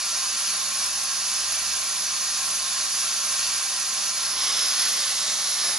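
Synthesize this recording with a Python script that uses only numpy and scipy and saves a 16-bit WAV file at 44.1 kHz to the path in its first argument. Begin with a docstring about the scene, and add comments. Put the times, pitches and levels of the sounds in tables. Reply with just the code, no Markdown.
"""In a closed garage, air escapes from a car tyre through a chuck pressed on the valve, behind the wing.
The jet is shaped noise: a broad hiss with a shrill top. Car, floor and walls colour it with echoes.
Late on the hand shifts: bursts of noise slip past the seal, and the echoes change as the body leans.
A small motor in the car hums underneath, made of sine tones over low noise."""
import sys
import numpy as np
from scipy import signal
from scipy.fft import rfft, irfft, next_fast_len
from scipy.io import wavfile
from scipy.ndimage import uniform_filter1d

SR = 44100
rng = np.random.default_rng(int(sys.argv[2]) if len(sys.argv) > 2 else 0)


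def dump_mix(stems):
    """Bounce the given channels to the path in sys.argv[1] as a 16-bit WAV at rate SR."""
    frames = np.atleast_2d(stems).T  # one column per channel
    limited = np.clip(frames, -1, 1)  # hard clip at full scale
    pcm = np.round(limited * 32767).astype(np.int16)
    wavfile.write(sys.argv[1], SR, pcm)


N = 254898
T = np.arange(N) / SR
LEFT_RIGHT = np.array([[1], [-1]])  # sign of a left-minus-right difference in each channel


def undb(db):
    """Turn decibels into an amplitude factor."""
    return 10 ** (np.asarray(db) / 20)


def unit(x):
    """Scale a sound to rms 1."""
    return x / np.sqrt(np.mean(x ** 2))


def along(table, hz):
    """Read (frequency, value) rows on a log-frequency axis."""
    f, value = np.transpose(table)
    return np.interp(np.log(hz + 1), np.log(f), value)


def noise(colour, channels=1):
    """Gaussian noise with a given spectrum, rms 1."""
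    white = rfft(rng.standard_normal((channels, N)))
    shape = undb(along(colour, np.fft.rfftfreq(N, 1 / SR)))
    return unit(irfft(white * shape, N))


def walk(rate):
    """Slow random wobble: levels held for 1 / rate seconds, then smoothed twice; spread near 1."""
    k = int(SR / rate)
    steps = np.repeat(rng.standard_normal(N // k + 1), k)
    return 1.37 * uniform_filter1d(uniform_filter1d(steps, k), k)[:N]


LEAK_ATTACK_S, LEAK_RELEASE_S = 0.075, 0.13
GAP_WIDTH_HZ, GAP_LEAD_S = 700, 0.045  # the gap whistles before the broad leak opens
BODY_DB, SHRILL_DB = -28.5, -35  # base rms levels of the jet, before its changes and the echoes
JET_RISE_DB = 0.5  # the jet is this much louder from the first leak on
CHANGE_S, CHANGE_TOP = 0.035, 0.89  # half-length of a level change; its share in the shrill top

# spectrum of the broad hiss: (frequency [Hz], relative level [dB per Hz])
JET_COLOUR = [(150, -47), (350, -36), (480, -24), (570, -12.5), (780, -10.5), (950, -11.5), (1090, -5.5),
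              (1350, -7.5), (2080, -7), (3200, -6), (4050, -1.5), (4300, 2), (5500, 0), (6800, 1.4),
              (7300, -4), (8400, -9), (9800, -3.5), (12700, -17)]
# spectrum of the shrill top: (frequency [Hz], relative level [dB per Hz])
SHRILL_COLOUR = [(8500, -23), (9500, -8.5), (10200, 2.5), (10600, 7.5), (10950, 10.5), (12000, 0)]
# change of the shrill top's level as the hand shifts: (time [s], level [dB])
SHRILL_LATE = [(4.1, 5.5), (4.28, 6.5), (4.45, 3.5), (4.7, 4.5), (5.05, 6), (5.25, -1), (5.4, 4.5),
               (5.62, 7), (5.78, 8.5)]
# brief swells (+) and dips (-) in the hiss level: (time [s], level [dB])
LEVEL_CHANGES = [(0.84, 2.2), (1.82, -0.91), (4.14, -1.5), (5.2, 0.2), (5.5, -0.82), (5.77, -0.19)]


def jet():
    """Turbulent hiss whose flow trembles a little; the shrill top from the valve core flickers more."""
    change = sum(db * np.exp(-((T - s) / CHANGE_S) ** 2) for s, db in LEVEL_CHANGES)
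    first_leak = LEAKS[0][0]
    rise_db = JET_RISE_DB * np.interp(T, [first_leak, first_leak + LEAK_ATTACK_S], [0, 1])
    flow = 0.55 * walk(14)
    body = undb(BODY_DB + change + flow) * noise(JET_COLOUR)
    top_db = SHRILL_DB + np.interp(T, *np.transpose(SHRILL_LATE))
    top_db = top_db + CHANGE_TOP * change + 1.3 * flow + 0.75 * walk(19)
    top = undb(top_db) * noise(SHRILL_COLOUR)
    return undb(rise_db) * (body + top)


def leak_shapes(lead_s):
    """Each leak swells, holds and dies away between 0 and 1; lead_s makes it start earlier."""
    shapes = []
    for s, hold, *_ in LEAKS:
        corners = np.cumsum([s - lead_s, LEAK_ATTACK_S, hold + lead_s, LEAK_RELEASE_S])
        shapes.append(np.interp(T, corners, [0, 1, 1, 0]))
    return np.array(shapes)


# spectrum of the upper part of the leak: (frequency [Hz], relative level [dB per Hz])
SEAL_COLOUR = [(2000, -31), (3000, -2), (3600, 3.5), (4200, 2), (5000, 0.5), (6300, 4), (7000, -6),
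               (8000, -9)]
# spectrum of its low part: (frequency [Hz], relative level [dB per Hz])
SEAL_LOW_COLOUR = [(100, -26), (250, -10.5), (600, -4.5), (1200, -0.5), (2000, 1), (2800, 0), (4000, -12)]
# air slipping past the seal, levels before mixing: (start [s], hold [s], level [dB],
# low part relative to it [dB], resonance of the gap [Hz], resonance relative to the level [dB])
LEAKS = [(4.33, 0.14, -27, -10, 5270, -3.5), (4.62, 0.24, -29, -11.5, 5220, -3),
         (4.96, 0.14, -33, -15, 5386, -7), (5.24, 0.13, -31, -11, 5790, -8),
         (5.5, 0.1, -30.5, -8.5, 5100, -3.5), (5.68, 0.17, -31.5, -5, 5320, -9)]


def seal():
    """A duller leak that flutters as the rubber seal lifts; the gap lends it a moving resonance."""
    s, hold, level_db, low_db, gap_hz, gap_db = np.transpose(LEAKS)
    # overlapping leaks add in power
    high, low = (np.sqrt(undb(2 * db) @ leak_shapes(0)) for db in (level_db, level_db + low_db))
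    ring = np.sqrt(undb(2 * (level_db + gap_db)) @ leak_shapes(GAP_LEAD_S))
    hz = np.interp(T, s + LEAK_ATTACK_S + hold / 2, gap_hz)
    # slow noise carried on the moving centre makes a breathy band around it
    lowpass = signal.butter(2, GAP_WIDTH_HZ / 2, fs=SR, output="sos")
    slow = signal.sosfilt(lowpass, rng.standard_normal((2, N)))
    turn = 2 * np.pi * np.cumsum(hz) / SR
    whistle = ring * unit(slow[0] * np.cos(turn) + slow[1] * np.sin(turn))
    upper_part = (high * noise(SEAL_COLOUR) + whistle) / np.sqrt(2)
    low_part = undb(1.4 * walk(7)) * low * noise(SEAL_LOW_COLOUR)
    return undb(0.79 * walk(20)) * (upper_part + low_part)


NEAR_T60_S, FAR_T60_S = 0.35, 1.1  # time for the echoes to fall by 60 dB
LEFT_LAG_US = 24  # the left port hears the air this many microseconds later

# tail off the far walls, heard as a difference between the ports: (frequency [Hz], level [dB])
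FAR = [(100, -11), (500, -9.5), (2000, -8), (4000, -9), (6300, -7.5), (8000, -19.5), (11000, -8.5)]
# left minus right balance of the ports: (frequency [Hz], level [dB])
PORT_BALANCE = [(60, -1), (110, -4), (190, 2), (350, -4), (630, -0.2), (1120, -1.2), (2020, -1.3),
                (3620, -2), (6510, -1.2), (11700, 0)]


def garage(x, standing, near_db):
    """Direct sound, standing waves and the tail off the walls, picked up by two close ports."""
    size = next_fast_len(len(x) + SR // 2)
    hz, t = np.fft.rfftfreq(size, 1 / SR), np.arange(SR // 2) / SR
    # near surfaces reach both ports alike, far walls ring longer and differ between them
    fades = [unit(undb(-60 * t / t60)) for t60 in (NEAR_T60_S, FAR_T60_S)]
    near, far = rfft(rng.standard_normal((2, len(t))) * fades, size) / np.sqrt(len(t))
    front = (1 + undb(near_db) * near) / np.sqrt(1 + undb(2 * near_db))
    path = front + LEFT_RIGHT * undb(along(FAR, hz)) * far
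    lift_db = sum(db / (1 + (2 * (hz - f) / w) ** 2) for f, w, db in standing)
    balance = undb(LEFT_RIGHT * along(PORT_BALANCE, hz) / 2)
    lag = np.exp(-1j * np.pi * LEFT_RIGHT * hz * LEFT_LAG_US / 10 ** 6)
    return irfft(rfft(x, size) * path * undb(lift_db) * balance * lag, size)


# the body beside the wheel starts to move; every stance it passes through has its own echo paths
MOVES_S, STANCE_S, STANCES = 4.15, 0.2, 10  # start, spacing and number of stances
NEAR_DB, NEAR_MOVING_DB = -9, -6  # near echoes relative to the direct sound: first stance, later ones
SHADE_HZ, SHADE_WIDTH_HZ = 2685, 730  # the leaning body hides these mids more and more
SHADE_FROM_S, SHADE_DB_PER_S = 4.96, -6
UPPER_HZ, UPPER_WIDTH_HZ = 8000, 3800
LEANING_PAN_DB = -0.5  # added left minus right balance while the body leans

# standing waves between wheel arch, floor and walls, first stance:
# (frequency [Hz], width [Hz], lift or dip [dB])
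STANDING = [(624, 20, 4.5), (678, 20, -5.5), (775, 20, 4.5), (775, 120, 3), (818, 20, -4.5), (851, 20, 4.0),
            (969, 20, -6.0), (1001, 20, 7.0), (1034, 20, -6.0), (1066, 20, 4.0), (1095, 170, 6.5),
            (1141, 20, -9.0), (1195, 20, 3.0), (1270, 20, -8.0), (1324, 20, -4.0), (1357, 20, 7.5),
            (1464, 20, 5.0), (1497, 20, -6.0), (1540, 20, 4.5), (1604, 35, 7.0), (1658, 20, 7.5),
            (1733, 35, -4.0), (1863, 20, 4.5), (1906, 35, 5.5), (2046, 35, -6.0), (2326, 35, 7.5),
            (2476, 60, 5.5), (2562, 20, -5.5), (2616, 20, 8.0), (2735, 20, 8.0), (3047, 35, 7.0),
            (3112, 35, -4.5), (3295, 20, 4.5), (3456, 20, 4.5), (3510, 35, 7.5), (3553, 20, 5.0),
            (3628, 35, -5.0), (3801, 20, 9.0), (3844, 20, -5.0), (4113, 20, -7.0), (4177, 35, -7.0),
            (4221, 20, 4.0), (4274, 20, 4.5), (4436, 20, 3.0), (4511, 60, 5.5), (4608, 35, -9.5),
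            (4651, 20, 5.0), (4759, 20, -4.0), (4802, 20, 4.0), (4823, 35, 6.0), (4942, 20, 5.5),
            (4996, 35, -9.0), (5039, 20, -3.0), (5071, 20, 3.0), (5136, 35, 7.5), (5179, 20, -4.5),
            (5200, 35, 9.5), (5286, 20, -5.5), (5319, 20, 7.5), (5362, 20, -5.0), (5437, 20, 6.0),
            (5534, 35, -10.0), (5652, 35, 7.0), (5857, 35, 10.0), (5932, 20, -4.5), (5975, 35, 3.0),
            (6019, 20, 6.0), (6040, 20, 3.0), (6105, 60, -2.5), (6191, 20, 4.5), (6212, 35, 8.0),
            (6255, 20, 4.5), (6298, 20, -4.5), (6460, 20, 3.0), (6525, 20, 4.5), (6578, 20, -7.0),
            (6686, 20, 4.5), (6697, 20, 4.5), (6783, 20, 4.0), (6858, 20, -5.0), (6934, 20, 6.0),
            (6955, 20, -4.5), (6998, 20, 4.0), (7052, 100, 5.0), (7192, 20, 4.0), (7375, 35, -9.5),
            (7429, 35, 4.0), (7547, 35, 4.5), (7720, 20, 8.0), (7860, 35, -5.0), (8010, 60, 7.0),
            (8193, 35, 6.0), (8441, 35, 7.5), (8850, 35, 7.0), (9087, 20, 9.0), (9432, 35, -6.0),
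            (9550, 20, -6.0), (9711, 20, 4.0), (9765, 20, -7.0), (9798, 20, 6.0), (9851, 20, 4.5),
            (9895, 20, -5.0), (9927, 35, -7.5), (10024, 20, 5.0), (10185, 20, -5.5), (10282, 35, 6.0),
            (10454, 20, -4.5), (10519, 20, -4.5), (10541, 20, 7.0), (10594, 20, 7.5), (10627, 20, 3.0),
            (10659, 20, 5.0), (10767, 35, -7.0), (10885, 20, 5.0), (10917, 20, -4.0), (10939, 20, 5.5),
            (10971, 20, 8.0)]
# standing waves that come and go as the body leans:
# (frequency [Hz], width [Hz], lift or dip [dB], strongest at [s], half-length [s])
LEANING = [(1100, 90, 6, 4.45, 0.2), (1080, 90, 3, 5, 0.3), (1500, 120, 4, 4.72, 0.12),
           (2900, 82, 5, 4.48, 0.15), (2750, 95, -6, 4.4, 0.38), (2670, 72, 4, 4.7, 0.25),
           (5230, 55, 7, 4.4, 0.16), (5220, 55, 7, 4.82, 0.16), (4980, 80, 6, 4.75, 0.16),
           (6150, 80, 6, 4.5, 0.12), (6150, 80, 5, 4.73, 0.12), (4500, 80, 5, 4.45, 0.12),
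           (2000, 110, 6, 4.93, 0.14), (4680, 80, -4, 4.5, 0.22), (6620, 60, 8, 4.8, 0.3),
           (6890, 180, -6, 4.6, 0.4), (7105, 110, 3, 5.15, 0.25), (10930, 120, 8, 4.8, 0.54),
           (5490, 80, 8, 5.06, 0.14), (5030, 100, 5, 5.14, 0.12), (5900, 400, -4, 5.1, 0.12),
           (4350, 100, 4, 4.85, 0.12), (10400, 120, -5, 4.8, 0.25), (2380, 120, -4, 5.35, 0.22),
           (4000, 120, 5, 5.27, 0.12), (4020, 120, 5, 5.6, 0.12), (5770, 100, 7, 5.48, 0.14),
           (6150, 250, 4, 5.4, 0.12), (1750, 100, 7, 5.73, 0.14), (4500, 400, -5, 5.75, 0.12),
           (5300, 160, 5, 5.66, 0.14), (5000, 200, 3, 5.6, 0.12), (4550, 400, -3, 5.2, 0.25)]
# lift or dip of the upper hiss once the body moves: (time [s], level [dB])
UPPER = [(4.15, -4), (4.35, -4), (4.55, -0.5), (4.75, -3), (4.95, 0), (5.15, 0), (5.35, -0.5), (5.5, -1.5),
         (5.65, -2), (5.78, -3.5)]


def air_among_stances(air):
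    """Pass the air through changing echo paths, as the leaning body alters its surroundings."""
    out = np.zeros((2, N))
    s = MOVES_S + STANCE_S * np.arange(STANCES)  # moment at which each stance is full
    shade_db = SHADE_DB_PER_S * np.maximum(s - SHADE_FROM_S, 0)
    upper_db = np.interp(s, *np.transpose(UPPER))
    for k, share in enumerate(np.eye(STANCES)):
        # one stance fades into the next at even power
        weight = np.sqrt(np.interp(T, s, share))
        a, b = np.flatnonzero(weight)[[0, -1]]
        standing, near_db, pan_db = STANDING, NEAR_DB, 0
        if k > 0:
            standing = [(f, w, db * np.exp(-((s[k] - at) / half) ** 2)) for f, w, db, at, half in LEANING]
            standing.append((SHADE_HZ, SHADE_WIDTH_HZ, shade_db[k]))
            standing.append((UPPER_HZ, UPPER_WIDTH_HZ, upper_db[k]))
            near_db, pan_db = NEAR_MOVING_DB, LEANING_PAN_DB
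        heard = garage((air * weight)[a:b], standing, near_db)[:, :N - a]
        out[:, a:a + heard.shape[1]] += heard * undb(LEFT_RIGHT * pan_db / 2)
    return out


MOTOR_HZ = 67.3  # mean shaft rate
RUMBLE_DB = -59  # level of the low garage rumble

# motor tones, levels before they waver: (multiple of the shaft rate, rms level [dB])
MOTOR = [(1, -65.5), (3, -63.5), (6, -69.5)]
# other hums of fixed pitch, levels before they waver: (frequency [Hz], rms level [dB])
HUMS = [(216, -74), (284, -73.5), (428, -74)]
# spectrum of the garage rumble: (frequency [Hz], relative level [dB per Hz])
RUMBLE_COLOUR = [(15, -41.5), (25, -22.5), (40, -20), (59, -0.5), (79, -11.5), (108, -2), (141, -3.5),
                 (195, 3), (328, -4.5), (400, -2), (520, -5.5), (880, -120)]


def motor():
    """Multiples of the shaft rate that waver in speed and strength, with fixed hums and low rumble."""
    turn = 2 * np.pi * np.cumsum(MOTOR_HZ * (1 + 0.00388 * walk(2.87))) / SR
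    tones = np.zeros(N)
    for k, db in MOTOR:
        level = undb(db + 0.64 * walk(12) + 2.2 * walk(5.41))
        tones += np.sqrt(2) * level * np.sin(k * turn)
    for hz, db in HUMS:
        tones += np.sqrt(2) * undb(db + 1.8 * walk(7.4)) * np.sin(2 * np.pi * hz * T)
    mid, side = noise(RUMBLE_COLOUR, channels=2)
    return tones + undb(RUMBLE_DB) * (mid + 0.3 * side * LEFT_RIGHT)


def scene():
    """Jet and leak share the garage's echoes; the motor joins without them."""
    air = (jet() + seal())[0]
    return air_among_stances(air) + motor()


TOP_HZ = 11020


def record(dry):
    """The camera cuts steeply above its top frequency."""
    lowpass = signal.ellip(18, .3, 90, TOP_HZ, fs=SR, output="sos")
    return signal.sosfilt(lowpass, dry)


dry = scene()
out = record(dry)
dump_mix(out)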